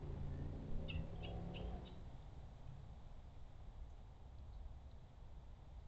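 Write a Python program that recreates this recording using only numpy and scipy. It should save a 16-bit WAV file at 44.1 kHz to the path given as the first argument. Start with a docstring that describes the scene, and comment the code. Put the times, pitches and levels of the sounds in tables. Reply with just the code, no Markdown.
"""Chirps in a thicket

Close to the microphone a small animal, perhaps a young raccoon, gives four short squeaky chirps,
its larynx ringing through throat and mouth. Twigs tick under climbing paws; a far bird trills once.
Behind the trees a twin-cylinder engine pounds through its pipe, speeds up, then comes off the throttle.
Distant traffic rumbles on, under a faint mains hum and the hiss of a small outdoor camera."""
import sys
import numpy as np
from scipy import signal
from scipy.fft import rfft, irfft, next_fast_len
from scipy.io import wavfile
from scipy.ndimage import map_coordinates

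SR = 44100
rng = np.random.default_rng(int(sys.argv[2]) if len(sys.argv) > 2 else 0)


def inscribe(sig):
    """Save sig as 16-bit PCM at rate SR to the path in sys.argv[1].

    A 1-D sig is mono; a 2-D sig holds one channel per row.
    Samples are clipped to [-1, 1] before scaling.
    """
    pcm = np.round(np.clip(np.atleast_2d(sig).T, -1, 1) * 32767)
    wavfile.write(sys.argv[1], SR, pcm.astype(np.int16))


N = 258867
TIME = np.arange(N) / SR

# Colours of the background noises. Each row: frequency in Hz, relative spectral density in dB.
HISS_COLOUR = [(500, -9.5), (1500, -4), (2000, -0.5), (2750, -3.5), (3450, 1), (3900, -0.5), (4300, -7.5),
               (4700, -6.5), (5100, -10), (7300, -10.5), (8000, -12)]
RUMBLE_COLOUR = [(20, -25), (45, -6), (65, 1), (90, -10), (160, -32.5), (400, -120)]
BUFFET_COLOUR = [(5, -8), (14, -3.5), (35, -5.5), (50, -14), (100, -40), (300, -120)]
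DRONE_COLOUR = [(40, -20), (70, -4.5), (95, -0.5), (125, -1), (165, -8), (200, -15.5), (260, -18),
                (400, -49), (800, -88)]
TYRE_COLOUR = [(120, -23), (220, 1), (330, -2.5), (550, -1.5), (770, 1), (1000, -5.5), (1300, -12.5),
               (2000, -21), (3500, -34), (7000, -79)]
# The camera's hiss. Each row: time in seconds, level in dB.
HISS_LEVEL = [(0, -77.5), (1.8, -77), (2.4, -77.5), (4.3, -80.5), (5.87, -80)]
# Swells in the rumble. Each row: middle in seconds, level in dB, centre in Hz, half length in seconds.
SWELLS = [(0.736, -37, 20, 0.035), (0.982, -41.5, 65, 0.044), (1.668, -46, 62, 0.087),
          (2.765, -57, 110, 0.16), (3.798, -58.5, 45, 0.26), (4.634, -53, 59, 0.2), (5.78, -55.5, 64, 0.05)]

# Echoes off the trunks. Each row: delay in seconds, gain in dB.
TRUNK_ECHOES = [(0.0116, -17.5), (0.017, -31.5), (.057, -17.5)]
# Reverberation among the branches. 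Each row: frequency in Hz, seconds to fall 60 dB.
BRANCH_DECAY = [(500, 1), (3000, 0.45), (8000, 0.66)]

# Engine speed. Each row: time in seconds, four-stroke cycles per second.
ENGINE_SPEED = [(0, 30.2), (.11, 27.75), (.17, 27.4), (.65, 30.54), (.99, 32.31), (1.43, 34.54),
                (1.6, 35.86), (1.78, 36.5), (2.3, 35.82)]
# Rush of exhaust gas. Each row: frequency in Hz, relative spectral density in dB.
GAS_COLOUR = [(60, -23.5), (140, -1.5), (400, 4), (600, -6.5), (900, -6), (1300, -15), (2000, -17.5),
              (3600, -24.5), (4800, -31.5), (7500, -49)]
# The gas and the six exhaust bands, low to high, ahead of the throttle's fade.
# Each row: time in seconds, level in dB.
GAS_LEVEL = [(0, -61.5), (.7, -64.5), (1.45, -63), (1.65, -61)]
THUMP_LEVEL = [(.1, -50.5), (1.001, -51), (1.35, -51.5), (1.6, -69.5)]
BOOM_LEVEL = [(0, -54), (0.249, -49.5), (.58, -54.5), (.9, -53.5), (1, -46), (1.1, -57), (1.33, -58),
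              (1.46, -50.5), (1.75, -59)]
BODY_LEVEL = [(0, -58), (.25, -65), (.45, -54), (.7, -57.5), (.95, -58), (1.251, -67.5), (1.55, -66),
              (1.75, -68)]
BARK_LEVEL = [(0, -60.5), (.11, -59), (.26, -69), (.42, -63), (.8, -63.5), (1.12, -69), (1.3, -57),
              (1.47, -64), (1.65, -58), (1.8, -65.5)]
GROWL_LEVEL = [(0, -75), (.2, -67.5), (.35, -71.5), (.8, -63), (1.05, -63.5), (1.17, -67), (1.311, -61.5),
               (1.47, -65.5), (1.65, -59), (1.78, -68.5)]
RASP_LEVEL = [(1, -86), (1.17, -70), (1.3, -57.5), (1.45, -65), (1.651, -67), (1.75, -59), (1.86, -73)]

# Twigs and bark under paws. Each row: start in seconds, level in dB before a common trim,
# resonance in Hz, its half width in Hz, seconds to fall 60 dB.
TWIG_TICKS = [(0.71, -63.5, 3300, 447, 0.037), (2.2247, -63.5, 3504, 332, 0.045),
              (2.674, -66, 2640, 550, .07), (2.704, -70, 3050, 400, .06), (3.335, -69.5, 2510, 600, 0.098),
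              (3.8977, -75.5, 6600, 600, 0.17), (3.9693, -70, 2900, 650, 0.086),
              (4.385, -63.5, 3800, 700, 0.027), (4.53, -70.5, 3950, 380, 0.26),
              (4.911, -68.5, 3830, 300, 0.077), (5.0845, -71, 3450, 380, 0.082),
              (5.243, -71, 2750, 300, .06), (5.8, -67.5, 4000, 800, .025)]
# Faint ringing after the first and third chirps, and two tiny peeps before the second.
# Each row: middle in seconds, pitch in Hz, level in dB, half length in seconds.
FAINT_TONES = [(.965, 2773, -62, 0.01), (.968, 1965, -71, 0.034), (1.161, 3240, -67.5, 0.0038),
               (1.212, 3079, -71, 0.0066), (1.672, 3190, -75, 0.029)]
# The animal's throat. Each row: frequency in Hz, relative gain in dB.
THROAT_RESPONSE = [(600, -15), (1300, 7.5), (2000, 0), (2800, 10.5), (3700, -1), (4500, -7), (5200, -12),
                   (7000, -25)]
# The four chirps. Each row: peak time in seconds, attack in seconds, squeak level in dB, collapse in dB
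# per second, mouth resonance in Hz, roughness in radians, opening level in dB; then, for the thin
# echoing ring that lingers after it, pitch in Hz, centre in Hz, level in dB, fade in seconds.
CHIRPS = [(0.904, 0.024, -44.5, 945.5, 2780, 0.16, -53.5, 685, 2900, -61.5, 0.052),
          (1.249, 0.026, -49.5, 1009, 2740, 0.11, -64.5, 548, 3290, -64, 0.054),
          (1.568, 0.03, -50.5, 1153, 2840, 0.27, -65.5, 526, 3110, -63, 0.034),
          (1.877, 0.028, -60, 997, 3700, 0.27, -68, 780, 3770, -79, 0.075)]
# One pitch contour per chirp. Each row of a contour: time in seconds, pitch in Hz.
CHIRP_PITCH = [
    [(.888, 720), (.899, 722), (.911, 657), (.925, 645)],
    [(1.232, 527), (1.246, 549), (1.253, 597), (1.261, 515)],
    [(1.548, 580), (1.560, 526), (1.568, 574), (1.58, 577)],
    [(1.855, 730), (1.866, 760), (1.877, 742), (1.886, 695)],
]


def amp(db):
    """Decibels to gain."""
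    return 10 ** (np.asarray(db) / 20)


def unit(x):
    """x at rms 1."""
    return x / np.sqrt(np.mean(x ** 2) + 1e-20)


def bell(x, width):
    """A smooth bump of height 1 around x = 0."""
    return np.exp(-(x / width) ** 2)


def step(x, width):
    """A smooth rise from 0 to 1 around x = 0."""
    return .5 + .5 * np.tanh(x / width)


def along(points, hz):
    """(Hz, value) points read on a log frequency axis."""
    freqs, values = np.transpose(points)
    return np.interp(np.log(hz + 1), np.log(freqs + 1), values)


def curve(points):
    """(seconds, value) points joined into one value per sample."""
    return np.interp(TIME, *np.transpose(points))


def wobble(rate):
    """A smooth random curve, rate knots a second."""
    return map_coordinates(rng.standard_normal(int(N * rate / SR) + 4), [TIME * rate])


def filtered(x, response):
    """x through a response given as a function of Hz."""
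    size = next_fast_len(N + SR // 2)
    return irfft(rfft(x, size) * response(np.fft.rfftfreq(size, 1 / SR)), size)[:N]


def noise(colour):
    """Noise of rms 1 with the given colour."""
    return unit(filtered(rng.standard_normal(N), lambda hz: amp(along(colour, hz))))


def hum_and_hiss():
    """The noise floor: faint mains hum and the camera's own hiss."""
    hum = amp(-65) * np.sqrt(2) * np.sin(2 * np.pi * 60 * TIME)
    return hum + amp(curve(HISS_LEVEL)) * noise(HISS_COLOUR)


def far_traffic():
    """Rumble, low buffeting, drone and tyre noise, all sinking as the distant traffic recedes."""
    def receding(near_db, far_db, midway_s):
        return amp(near_db + (far_db - near_db) * step(TIME - midway_s, 0.94))

    rumble = receding(-55.5, -62, midway_s=2) * noise(RUMBLE_COLOUR)
    buffet = receding(-51, -58, midway_s=1.5) * noise(BUFFET_COLOUR)
    drone = receding(-59, -64.5, midway_s=3) * noise(DRONE_COLOUR)
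    tyres = receding(-67.5, -71, midway_s=3) * amp(0.17 * wobble(4.5)) * noise(TYRE_COLOUR)
    return rumble + buffet + drone + tyres


def swells(half_width_octaves=0.54):
    """Brief soft surges of low noise."""
    out = np.zeros(N)
    for middle_s, db, centre_hz, half_length_s in SWELLS:
        shape = bell(TIME - middle_s, half_length_s)
        band = lambda hz: bell(np.log2((hz + 1) / centre_hz), half_width_octaves)
        surge = shape * filtered(rng.standard_normal(N), band)
        out += amp(db) * surge * np.linalg.norm(shape) / np.linalg.norm(surge)
    return out


def branches(x):
    """The diffuse tail that the branches scatter back to the microphone."""
    hz, t, spectrum = signal.stft(rng.standard_normal(SR // 2), SR, nperseg=256)
    decay = amp(-60 * t / along(BRANCH_DECAY, hz)[:, None])
    tail = signal.istft(spectrum * decay, SR, nperseg=256)[1]
    return signal.fftconvolve(x, tail / np.linalg.norm(tail))[:N]


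def thicket(x, wet_db):
    """The direct sound, single echoes off the trunks and a diffuse tail from the branches."""
    trunks = lambda hz: sum(amp(db) * np.exp(-2j * np.pi * hz * delay) for delay, db in TRUNK_ECHOES)
    return x + filtered(x, trunks) + amp(wet_db) * branches(x)


def through_trees(x, delays_s=(.021, .037, .062), share=.2):
    """Side paths between the trees come and go, so each harmonic of a moving source wavers on its own."""
    paths = [np.pad(x, (round(delay * SR), 0))[:N] for delay in delays_s]
    return x + share * sum(wobble(rate=7) * path for path in paths)


def firings(gap_cycles=.585, second_cylinder_db=-1, scatter_db=1.2, scatter_s=.00012):
    """Two unevenly spaced exhaust pulses per cycle, each a little different in size and timing."""
    cycles_run = np.cumsum(curve(ENGINE_SPEED)) / SR
    cycles = np.arange(int(cycles_run[-1]))
    times = np.interp(np.concatenate([cycles, cycles + gap_cycles]), cycles_run, TIME)
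    size_draw, time_draw = rng.standard_normal((len(times), 2)).T
    sizes = amp(np.repeat([0, second_cylinder_db], len(cycles)) + scatter_db * size_draw)
    samples = np.clip((times + scatter_s * time_draw) * SR, 0, N - 1).astype(int)
    return np.bincount(samples, sizes, N)


def exhaust_band(pulses, band_hz, level):
    """The pulses ringing in one band of the exhaust pipe."""
    bandpass = signal.butter(5, band_hz, 'bandpass', fs=SR, output='sos')
    return amp(curve(level)) * unit(signal.sosfilt(bandpass, pulses))


def engine(puff_s=0.015, throttle_off_s=1.853, drop_db=6, fade_db_per_s=32.5, wet_db=-13):
    """Behind the trees, each firing rings the pipe and puffs out gas; both fade as the throttle closes."""
    pulses = firings()
    wavering = through_trees(pulses)
    pipe = (exhaust_band(pulses, (73, 115), THUMP_LEVEL)  # long bass waves pass the trees undisturbed
            + exhaust_band(pulses, (129, 186.7), BOOM_LEVEL)
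            + exhaust_band(wavering, (206, 293.8), BODY_LEVEL)
            + exhaust_band(wavering, (338, 438.7), BARK_LEVEL)
            + exhaust_band(wavering, (457, 597.4), GROWL_LEVEL)
            + exhaust_band(wavering, (662, 785.5), RASP_LEVEL))
    puffs = signal.lfilter([1], [1, -np.exp(-1 / (puff_s * SR))], pulses)
    gas = amp(curve(GAS_LEVEL)) * unit(puffs * noise(GAS_COLOUR))
    coasting_s = TIME - throttle_off_s
    throttle = amp(-drop_db * step(coasting_s, 0.13) - fade_db_per_s * np.maximum(coasting_s, 0))
    return throttle * (pipe + gas + amp(wet_db) * branches(pipe))


def soft_notes(notes, waver_rad):
    """Faint, slightly unsteady sine notes that swell and fade."""
    drift = waver_rad * wobble(300)
    return np.sqrt(2) * sum(amp(db) * bell(TIME - middle_s, half_s) * np.sin(2 * np.pi * hz * TIME + drift)
                            for middle_s, hz, db, half_s in notes)


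def bird_trill(count=10, start_s=.308, gap_s=.0171, half_note_s=0.0058, pitch_hz=1755, lift_hz=106):
    """A far bird's quick, even run of tiny notes that lifts in pitch towards its end."""
    pitches = pitch_hz + lift_hz * np.linspace(0, 1, count) ** 3
    levels_db = -74 + 1.5 * rng.standard_normal(count)
    notes = [(start_s + k * gap_s, pitches[k], levels_db[k], half_note_s) for k in range(count)]
    return soft_notes(notes, waver_rad=0.25)


def twigs(attack_s=0.002, crackle_db=3, trim_db=-7):
    """Paws climb in the thicket: each tick is a short, soft crackle in a woody resonance."""
    out = np.zeros(N)
    crackle = unit(amp(crackle_db * wobble(300)))
    for start_s, db, centre_hz, width_hz, t60 in TWIG_TICKS:
        age = np.maximum(TIME - start_s, 0)
        resonance = lambda hz: 1 / (1 + ((hz - centre_hz) / width_hz) ** 2)
        ring = unit(filtered(rng.standard_normal(N), resonance))
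        out += amp(db + trim_db - 60 * age / t60) * step(TIME - start_s, attack_s) * crackle * ring
    return out


def chirp_tone(pitch, centre_hz, shake_rad, width_hz=98):
    """Nine harmonics of a tiny larynx, coloured by the throat and one resonant peak, at rms 1."""
    k = np.arange(1, 10)[:, None]
    phase = 2 * np.pi * np.cumsum(pitch) / SR + shake_rad
    gains = amp(along(THROAT_RESPONSE, k * pitch)) / np.hypot(1, (k * pitch - centre_hz) / width_hz)
    harmonics = gains * np.sin(k * phase + rng.uniform(0, 2 * np.pi, k.shape))
    return np.sum(harmonics, axis=0) * np.sqrt(2 / np.sum(gains ** 2, axis=0))


def chirps(rise_db=25, strain_s=0.067, opening_mouth_hz=3685, rasp_db=-38):
    """Close by, each chirp opens bright and raspy, peaks as a rounder squeak and leaves a thin echo."""
    out = np.zeros(N)
    jitter = wobble(400)
    flutter_db = 2 * wobble(110)
    waver_rad = .09 * wobble(110)
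    breath = noise([(1200, -38), (2200, -13), (2700, 3.5), (3800, -1),
                    (4200, -16), (4700, -9), (6000, -42), (8000, -36)])
    for chirp, contour in zip(CHIRPS, CHIRP_PITCH):
        (peak_s, attack_s, db, fall_db_per_s, mouth_hz, rough_rad, opening_db,
         ring_hz, ring_centre_hz, ring_db, ring_s) = chirp
        on = (TIME > peak_s - .04) & (TIME < peak_s + .2)
        t = TIME[on] - peak_s
        age = t + attack_s
        pitch = curve(contour)[on]
        strain = np.exp(-np.abs(age) / strain_s)  # roughest at the onset, then relaxing
        shake = rough_rad * strain * jitter[on]
        opening = amp(opening_db) * bell(age - 0.012, 0.0059) * chirp_tone(pitch, opening_mouth_hz, shake)
        level = step(age, 0.002) * amp(db + np.minimum(rise_db * t / attack_s, -fall_db_per_s * t))
        squeak = level * chirp_tone(pitch, mouth_hz, shake)
        ring_age = t - 0.009  # a thin echoing ring lingers as the squeak collapses
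        ring_level = amp(ring_db + flutter_db[on]) * step(ring_age, 0.004) * bell(ring_age, ring_s)
        ring = ring_level * chirp_tone(np.full(len(t), ring_hz), ring_centre_hz, shake + waver_rad[on])
        # the rasp grows more slowly than the tone, so weak chirps are the scratchiest
        rasp = amp(rasp_db) * np.sqrt(level) * strain * breath[on]
        out[on] += opening + squeak + ring + rasp
    return out


def scene():
    """One microphone in the thicket: the animal and twigs near it, bird, engine and traffic beyond."""
    calls = chirps() + soft_notes(FAINT_TONES, waver_rad=0.93) + bird_trill()
    mix = thicket(calls, wet_db=-11.5) + twigs() + engine() + swells() + far_traffic() + hum_and_hiss()
    return mix[None]


def record(dry):
    """The camera's mono channel cuts off steeply above its band limit."""
    top_hz = 7900
    return filtered(dry[0], lambda hz: 1 / np.sqrt(1 + (hz / top_hz) ** 80))[None]


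dry = scene()
out = record(dry)
inscribe(out)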